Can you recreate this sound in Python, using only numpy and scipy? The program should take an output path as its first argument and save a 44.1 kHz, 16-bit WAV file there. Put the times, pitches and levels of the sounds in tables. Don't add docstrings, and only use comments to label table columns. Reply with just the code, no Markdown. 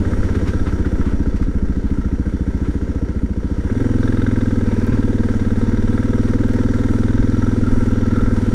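import sys
import numpy as np
from scipy import signal
from scipy.io import wavfile
from scipy.ndimage import uniform_filter1d

SR = 44100
rng = np.random.default_rng(int(sys.argv[2]) if len(sys.argv) > 2 else 0)


def invert_db(level):
    return 10 ** (np.asarray(level, dtype=float) / 20)


def dump(signal):
    limited = np.clip(np.atleast_2d(signal).T, -1, 1)
    pcm = np.round(limited * 32767).astype(np.int16)
    wavfile.write(sys.argv[1], SR, pcm)


N = 376613
TIME = np.arange(N) / SR

# time in seconds, firings per second.
ENGINE_SPEED = [(0.0, 16.78), (0.56, 16.31), (0.99, 14.69), (1.75, 13.83), (3.11, 14.86), (3.22, 13.89),
                (3.65, 14.85), (3.81, 23.22), (3.86, 21.44), (4.23, 21.28), (4.68, 19.17), (5.28, 19.22),
                (5.37, 18.02), (5.99, 19.62), (6.95, 20.13), (7.17, 21.11), (7.8, 20.13), (8.54, 19.54)]
COAST_HZ, PULL_HZ = 13.44, 18.6
# time in seconds, load in dB.
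ENGINE_LOAD = [(0, 0), (.3, 0), (.7, -1.5), (1.1, -2.5), (1.5, -6), (2.3, -5.5), (2.7, -4), (3.35, -7.5),
               (3.75, -2), (4.25, -0.5), (5.2, -1), (6.4, 0), (7.4, 0), (8.54, 0.5)]
# level at full load in dB, dB gained per dB of load.
EXHAUST_LAW = (-15, 0.56)
CASE_LAW = (-39.5, 0.92)
ROAD_LAW = (-47.5, 1.04)
# time in seconds, roughness in dB.
ROUGHNESS = [(0, 4.5), (0.9, 3.5), (1.5, 4), (2.2, 1.5), (3.0, 4), (3.7, 1.5), (4.1, -1), (5.2, 1),
             (5.7, -1), (6.5, 2), (7.3, -3.5), (8.54, -0.5)]
# centre in seconds, peak level in dB, length in seconds.
GUSTS = [
    (0.204, -17, 0.072),
    (0.58, -23.5, 0.27),
    (1.006, -24, 0.38),
    (1.55, -23, 1),
    (5.3, -33, 0.35),
    (5.79, -24.5, .4),
    (6.494, -42, 0.54),
    (7.186, -16.5, 0.099),
    (7.727, -15.5, 0.23),
    (8.2, -21, 0.33),
]
# frequency in Hz, density in dB per Hz.
TYRE_SPECTRUM = [(71, -30), (120, -36), (170, -13.5), (276, -8), (478, -22), (764, -39.5), (936, -21),
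                 (1150, -41), (1350, -35), (2590, -39), (5720, -42), (10500, -59), (15500, -87)]
# frequency in Hz, width in Hz, level in dB.
GEAR_BANDS = [(3070, 39, -14.5), (3470, 36, -13.5), (3740, 56, -24), (5660, 68, -12), (5773, 56, -11),
              (6720, 210, -14), (8780, 900, -11.5)]
# time in seconds, level in dB, frequency in Hz.
GRIT_TICKS = [
    (4.867, -34.5, 11000),
    (6.482, -35, 9000),
    (6.534, -31, 7060),
    (7.3, -33, 5000),
]
# time in seconds, peak in dB, treble in dB, length in seconds.
STONES = [(0.14, -33, -48, 0.0047), (0.252, -28, -45, 0.0066), (0.356, -22, -48, 0.0051),
          (0.402, -26, -48, 0.0049), (0.468, -24, -45, 0.0056), (0.485, -24.5, -41, 0.012),
          (0.545, -40, -44, 0.0057), (0.678, -21, -52, 0.0076), (0.864, -21.5, -50, 0.0048),
          (1.017, -25, -58, 0.0043), (1.067, -29.5, -60, 0.017), (1.12, -31, -59, 0.0089),
          (1.371, -26, -40, 0.0053), (1.432, -30, -41, 0.0066), (2.66, -29, -54, 0.0065),
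          (3.714, -26, -53, 0.0043), (4.934, -35, -55, 0.048), (6.285, -25, -62, 0.0063),
          (7.68, -34, -62, 0.015)]
# time in seconds, frequency in Hz, level in dB.
SQUEAL = [
    (4.6, 915, -66),
    (4.68, 929, -45),
    (4.8, 999, -48),
    (4.93, 1030, -44.5),
    (5.0, 1080, -66),
]
# frequency in Hz, t60 in seconds, level in dB.
THUD = (108, 0.22, -10)
# frequency in Hz, t60 in seconds, level in dB.
AIR_BOX = [(249.4, 0.062, -23.5), (405.1, 0.063, -17), (483, 0.066, -18)]
# frequency in Hz, width in Hz, level in dB.
CASE_MODES = [(378.4, 60, 0), (466, 64, -0.5), (634, 170, -12.5), (934, 75, -6), (1335, 100, -3.5),
              (1566, 127, -3.5), (1891, 95, -9), (2092, 166, -11.5)]
# share of the cycle, decay in ms, dB throttle shut, dB throttle open.
CASE_BLOWS = [
    (.8, 9.7, 1, 2.5),
    (.34, 4.6, 9, -22),
    (0.27, 3.9, -17, 3.5),
]
# time in seconds, knock level in dB, buzz level in dB.
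STRAIN = [(0, -31, -65), (0.6, -26, -45), (1.2, -49, -53), (3.6, -67, -64), (3.75, -30, -61),
          (3.97, -31, -53), (4.05, -20.5, -56), (4.38, -24.5, -59), (4.55, -26.5, -62), (5.3, -27.5, -68),
          (6.0, -28, -47), (6.9, -24.5, -49), (7.2, -26, -49), (7.5, -30, -42), (7.7, -41, -43),
          (8.0, -34, -48), (8.2, -22, -34), (8.54, -45, -50)]
# frequency in Hz, t60 in seconds, level in dB.
KNOCK_MODES = [(1324, 0.031, -4.5), (1590, 0.018, 3), (2040, 0.026, -12.5), (3500, 0.034, -16.5),
               (3730, 0.042, -15.5)]
# time in seconds, peak in dB, favoured mode in Hz.
HARD_KNOCKS = [(0.0484, -20, 1370), (0.1334, -13.5, 1280), (0.2309, -18, 1400), (0.2862, -17, 1580),
               (0.847, -20.5, 1460), (1.011, -17, 1320), (1.427, -19, 1360), (3.6975, -18.5, 1590),
               (3.752, -23, 1390), (3.8674, -21, 1370), (4.0287, -18, 1350), (4.0756, -21, 1550),
               (4.1225, -23, 1310), (4.1708, -25, 1350), (4.2165, -18, 1510), (4.2639, -14, 1527),
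               (4.3113, -14, 1550), (4.3585, -18, 1560), (4.4084, -32, 1580), (4.4575, -26, 1560),
               (4.5072, -33, 1600), (4.711, -22, 1630), (4.815, -21, 1590), (4.9197, -23, 1590),
               (5.2322, -22, 1650), (5.2854, -20, 1620), (5.3383, -21, 1370), (5.5024, -21, 1510),
               (5.613, -20, 1600), (5.875, -30, 1330), (5.9765, -14, 1340), (6.028, -17, 1340),
               (6.0831, -33, 1600), (6.1335, -19, 1330), (6.1818, -25, 1270), (6.3345, -19, 1320),
               (6.3869, -27, 1320), (6.735, -21, 1260), (6.8349, -18, 1320), (6.8853, -26, 1360),
               (6.9351, -30, 1390), (6.984, -24, 1310), (7.0329, -16, 1374), (7.4649, -30, 1320),
               (7.4914, -21, 1370), (8.109, -20, 1570), (8.1574, -26, 1370), (8.2067, -21, 1340),
               (8.2585, -25, 1320), (8.3093, -20, 1370)]
# frequency in Hz, t60 in seconds, level in dB, sign.
PIPE_SHUT = [(47.2, 0.18, 3, 0.64), (111.3, 0.1, 3, -0.95), (185, 0.0428, 3.5, -1.12),
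             (219, 0.095, -3, -1.3), (288.8, 0.076, 5.5, 0.98)]
PIPE_OPEN = [(43.2, 0.05, 5.5, 0.99), (109.4, 0.13, -1, -0.65), (226.3, 0.035, 6, -0.97),
             (301, 0.076, 2.5, 0.98), (391, 0.26, -18, -0.34), (491, 0.08, -12, 0.75)]
# delay in ms, strength (negative is suction).
SLUG_SHUT = [
    (-1.5, 0.26),
    (-0.5, 0.72),
    (7.5, -0.54),
    (14.5, 0.52),
]
SLUG_OPEN = [
    (-1, 0.27),
    (1.04, 0.92),
    (9.5, 1.194),
]
HEAT_SHUT = (14.3, 0.4)
HEAT_OPEN = (20.2, 0.6)


def level(x, db):
    return x * invert_db(db) / np.sqrt(np.mean(x ** 2))


def noise():
    return rng.standard_normal(N)


def ring(x, hz, t60):
    pole = np.exp(2j * np.pi * hz / SR - np.log(1000) / (t60 * SR))
    return signal.lfilter([1], [1, -pole], x).imag


def band(x, hz, width):
    return signal.lfilter(*signal.iirpeak(hz, hz / width, SR), x)


def steep_band(x, hz, width):
    return band(band(x, hz, width), hz, width)


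def walk(rate):
    hold = int(SR / rate)
    steps = np.repeat(rng.standard_normal(N // hold + 1), hold)
    return 0.96 * uniform_filter1d(uniform_filter1d(steps, hold), hold)[:N]


def follow(table, at=TIME, column=1):
    columns = np.transpose(table)
    return np.interp(at, columns[0], columns[column])


def spikes(times, sizes):
    out = np.zeros(N)
    k = (np.asarray(times) * SR).astype(int)
    inside = (k >= 0) & (k < N)
    np.add.at(out, k[inside], sizes[inside])
    return out


def burst(pulses, decay_s):
    return signal.lfilter([1], [1, -np.exp(-1 / (decay_s * SR))], pulses)


def cycle_times(share):
    turns = -0.04 + np.cumsum(follow(ENGINE_SPEED)) / SR
    cycles = np.arange(int(turns[-1]) + 1)
    times = np.interp(cycles + share, turns, TIME, left=-1, right=-1)
    throttle = (follow(ENGINE_SPEED, times) - COAST_HZ) / (PULL_HZ - COAST_HZ)
    return times, np.clip(throttle, 0, 1)


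def buffeting():
    swing = signal.sosfilt(signal.butter(2, [4.5, 27], "band", fs=SR, output="sos"), noise())
    swing = swing / np.sqrt(uniform_filter1d(swing ** 2, size=9000) + 0.053 * swing.var())
    calm = invert_db(-30)
    gusts = sum(invert_db(db) * np.exp(-(2 * (TIME - s) / length) ** 2) for s, db, length in GUSTS)
    return swing * (calm + gusts)


def tyres(shake):
    log_hz, density_db = np.log(np.transpose(TYRE_SPECTRUM)[0]), np.transpose(TYRE_SPECTRUM)[1]
    sparse = rng.random(N) < 0.02
    grit = noise() * invert_db(2.0 * rng.exponential(size=N) * sparse)
    rough = follow(ROUGHNESS)
    crunch = 0
    for hz in 140 * 2 ** np.arange(0, 6.8, 1 / 3):
        db = np.interp(np.log(hz), log_hz, density_db) + 1.44 * walk(21)
        if hz < 520:
            db = db + rough
        crunch = crunch + invert_db(db) * steep_band(noise() + 0.92 * grit, hz, hz / 3)
    crunch = crunch * (1 + 0.77 * shake)
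    treble = signal.sosfilt(signal.butter(4, 2800, "high", fs=SR, output="sos"), crunch)
    return invert_db(-2.5) * crunch / treble.std()


def valve_gear(shake):
    hiss = 0
    for hz, width, db in GEAR_BANDS:
        tone = level(band(noise(), hz, width), 0)
        hiss = hiss + invert_db(db + 2.4 * walk(9)) * tone * (1 + 0.5 * shake)
    return invert_db(-5.0) * hiss


def grit_ticks():
    out = 0
    for s, db, hz in GRIT_TICKS:
        contact = noise() * burst(spikes([s], invert_db(np.array([db]))), 0.0016)
        out = out + steep_band(contact, hz, 0.9 * hz)
    return out


def stones():
    rise_s = 0.014

    def swell(column):
        out = 0
        for row in STONES:
            contact = spikes([row[0] - rise_s], invert_db(np.array([row[column]])))
            out = out + burst(burst(contact, max(row[3], 0.001)), rise_s)
        return out / (rise_s * SR / 2)

    body = level(steep_band(noise(), 1320, 1300), -6.5)
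    edge = level(steep_band(noise(), 4600, 5000), -1.9)
    return swell(1) * body + swell(2) * edge


def drive_squeal():
    s, _, db = np.transpose(SQUEAL)
    hz = follow(SQUEAL) * (1 + 0.005 * walk(40))
    tone = np.sin(2 * np.pi * np.cumsum(hz) / SR)
    breath = 0.4 * level(steep_band(noise(), 2400, 600), 0)
    return invert_db(np.interp(TIME, s, db, left=-150, right=-150)) * np.sqrt(2) * (tone + breath)


def frame_thud():
    hz, t60, db = THUD
    return invert_db(db) * ring(spikes([4.92], np.ones(1)), hz, t60)


def intake():
    times, throttle = cycle_times(0.81)
    gulp_db = -7 * (1 - throttle) + 0.8 * rng.standard_normal(len(times))
    gulps = spikes(times, invert_db(gulp_db))
    tone = sum(invert_db(db) * ring(gulps, hz, t60) for hz, t60, db in AIR_BOX)
    return uniform_filter1d(uniform_filter1d(tone, size=44), size=30)


def case_shake():
    shake = invert_db(1.27 * walk(25))
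    for share, decay_ms, shut_db, open_db in CASE_BLOWS:
        times, throttle = cycle_times(share)
        size_chance, time_chance = rng.standard_normal((2, len(times)))
        size = invert_db(shut_db + (open_db - shut_db) * throttle + 2.1 * size_chance)
        shake = shake + burst(spikes(times + 0.0015 * time_chance, size), decay_ms / 1000)
    return level(shake, 0)


def case_rattle(shake):
    rough = follow(ROUGHNESS)
    rattle = 0
    for hz, width, db in CASE_MODES:
        mode = level(steep_band(noise() * shake, hz, 1.67 * width), 0)
        rattle = rattle + invert_db(db + (rough if hz < 520 else 0)) * mode
    upper_power = sum(invert_db(2 * db) for hz, _, db in CASE_MODES if hz > 800)
    return rattle / np.sqrt(upper_power)


def panel_buzz(shake):
    hz, width = 1352, 65
    rub = noise() * shake * invert_db(4.8 * walk(20))
    buzz = band(band(rub, hz, width), hz, 3.5 * width)
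    return level(buzz, 0) * invert_db(follow(STRAIN, column=2))


def knock():
    times, _ = cycle_times(0.785)
    first_chance, time_chance, second_chance = rng.standard_normal((3, len(times)))
    db = follow(STRAIN, times) - 5.5
    first = spikes(times, invert_db(db + 0.89 * first_chance))
    second = spikes(times + 0.003286 + 0.00027 * time_chance, invert_db(db + 2.0 * second_chance))
    hits = first + second
    return sum(invert_db(gain_db) * band(ring(hits, hz, t60), hz, 0.35 * hz) for hz, t60, gain_db in KNOCK_MODES)


def hard_knocks():
    t = TIME[:SR // 20]
    t60 = 0.023

    def mode(hz, t60):
        return np.exp(-np.log(1000) * t / t60) * np.sin(2 * np.pi * hz * t)

    onset = (1 - np.exp(-t / 0.0007)) ** 2
    edge = invert_db(-10.5) * mode(2060, t60)
    fin = invert_db(-36) * mode(3760, 0.028)
    out = np.zeros(N + SR)
    for s, db, hz in HARD_KNOCKS:
        rap = (mode(hz, t60) + 0.7 * mode(2920 - hz, t60) + edge + fin) * onset
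        for lag_s, size in ((0, 1), (0.0034, 0.18)):
            start = int((s + lag_s) * SR)
            out[start:start + len(t)] += size * invert_db(db - 4.5) * rap
    return out[:N]


def exhaust():
    times, throttle = cycle_times(0)
    revs = follow(ENGINE_SPEED, times)
    rough = invert_db(follow(ROUGHNESS, times))
    chance = rng.standard_normal((len(times), 12))
    tail = np.arange(SR // 5)
    out = np.zeros(N + SR)
    shut = (1 - throttle, SLUG_SHUT, PIPE_SHUT, HEAT_SHUT)
    pulling = (throttle, SLUG_OPEN, PIPE_OPEN, HEAT_OPEN)
    for share, slugs, modes, (usual_revs, power) in (shut, pulling):
        impulse = 1.0 * (tail == 0)
        pipe = sum(sign * invert_db(db) * ring(impulse, hz, t60) for hz, t60, db, sign in modes)
        hurry = (revs / usual_revs) ** power * (1 + 0.008 * rough * chance[:, 0])
        for k, (delay_ms, size) in enumerate(slugs):
            jitter_ms = rough * (0.2 * chance[:, 1] + 0.12 * chance[:, 2 + k])
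            at = (times + ((delay_ms - 0.9) / hurry + jitter_ms) / 1000) * SR
            gain = size * share * invert_db(0.2 * chance[:, 6] + 0.6 * rough * chance[:, 7 + k])
            for i in np.flatnonzero((at > 0) & (share > 0)):
                stretched = (tail - at[i] % 1) * hurry[i]
                out[int(at[i]) + tail] += gain[i] * np.interp(stretched, tail, pipe, left=0, right=0)
    return level(uniform_filter1d(uniform_filter1d(out[:N], size=44), size=44), 0)


def scene():
    load = follow(ENGINE_LOAD)

    def loudness(law):
        return invert_db(law[0] + law[1] * load)

    shake = case_shake()
    late_shake = np.roll(shake, int(0.004 * SR))
    mix = buffeting() + loudness(ROAD_LAW) * (tyres(late_shake) + valve_gear(late_shake))
    mix = mix + grit_ticks() + stones() + drive_squeal() + frame_thud() + intake()
    mix = mix + loudness(CASE_LAW) * case_rattle(shake) + panel_buzz(shake)
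    mix = mix + knock() + hard_knocks() + loudness(EXHAUST_LAW) * exhaust()
    return mix[None]


def band_limit(x):
    return signal.sosfilt(signal.butter(12, 15710, fs=SR, output="sos"), x)


def record(dry):
    rounded = np.tanh(0.59 * dry) / 0.61
    mix = signal.sosfilt(signal.butter(1, 3, "high", fs=SR, output="sos"), rounded)
    return band_limit(mix)


dry = scene()
out = record(dry)
dump(out)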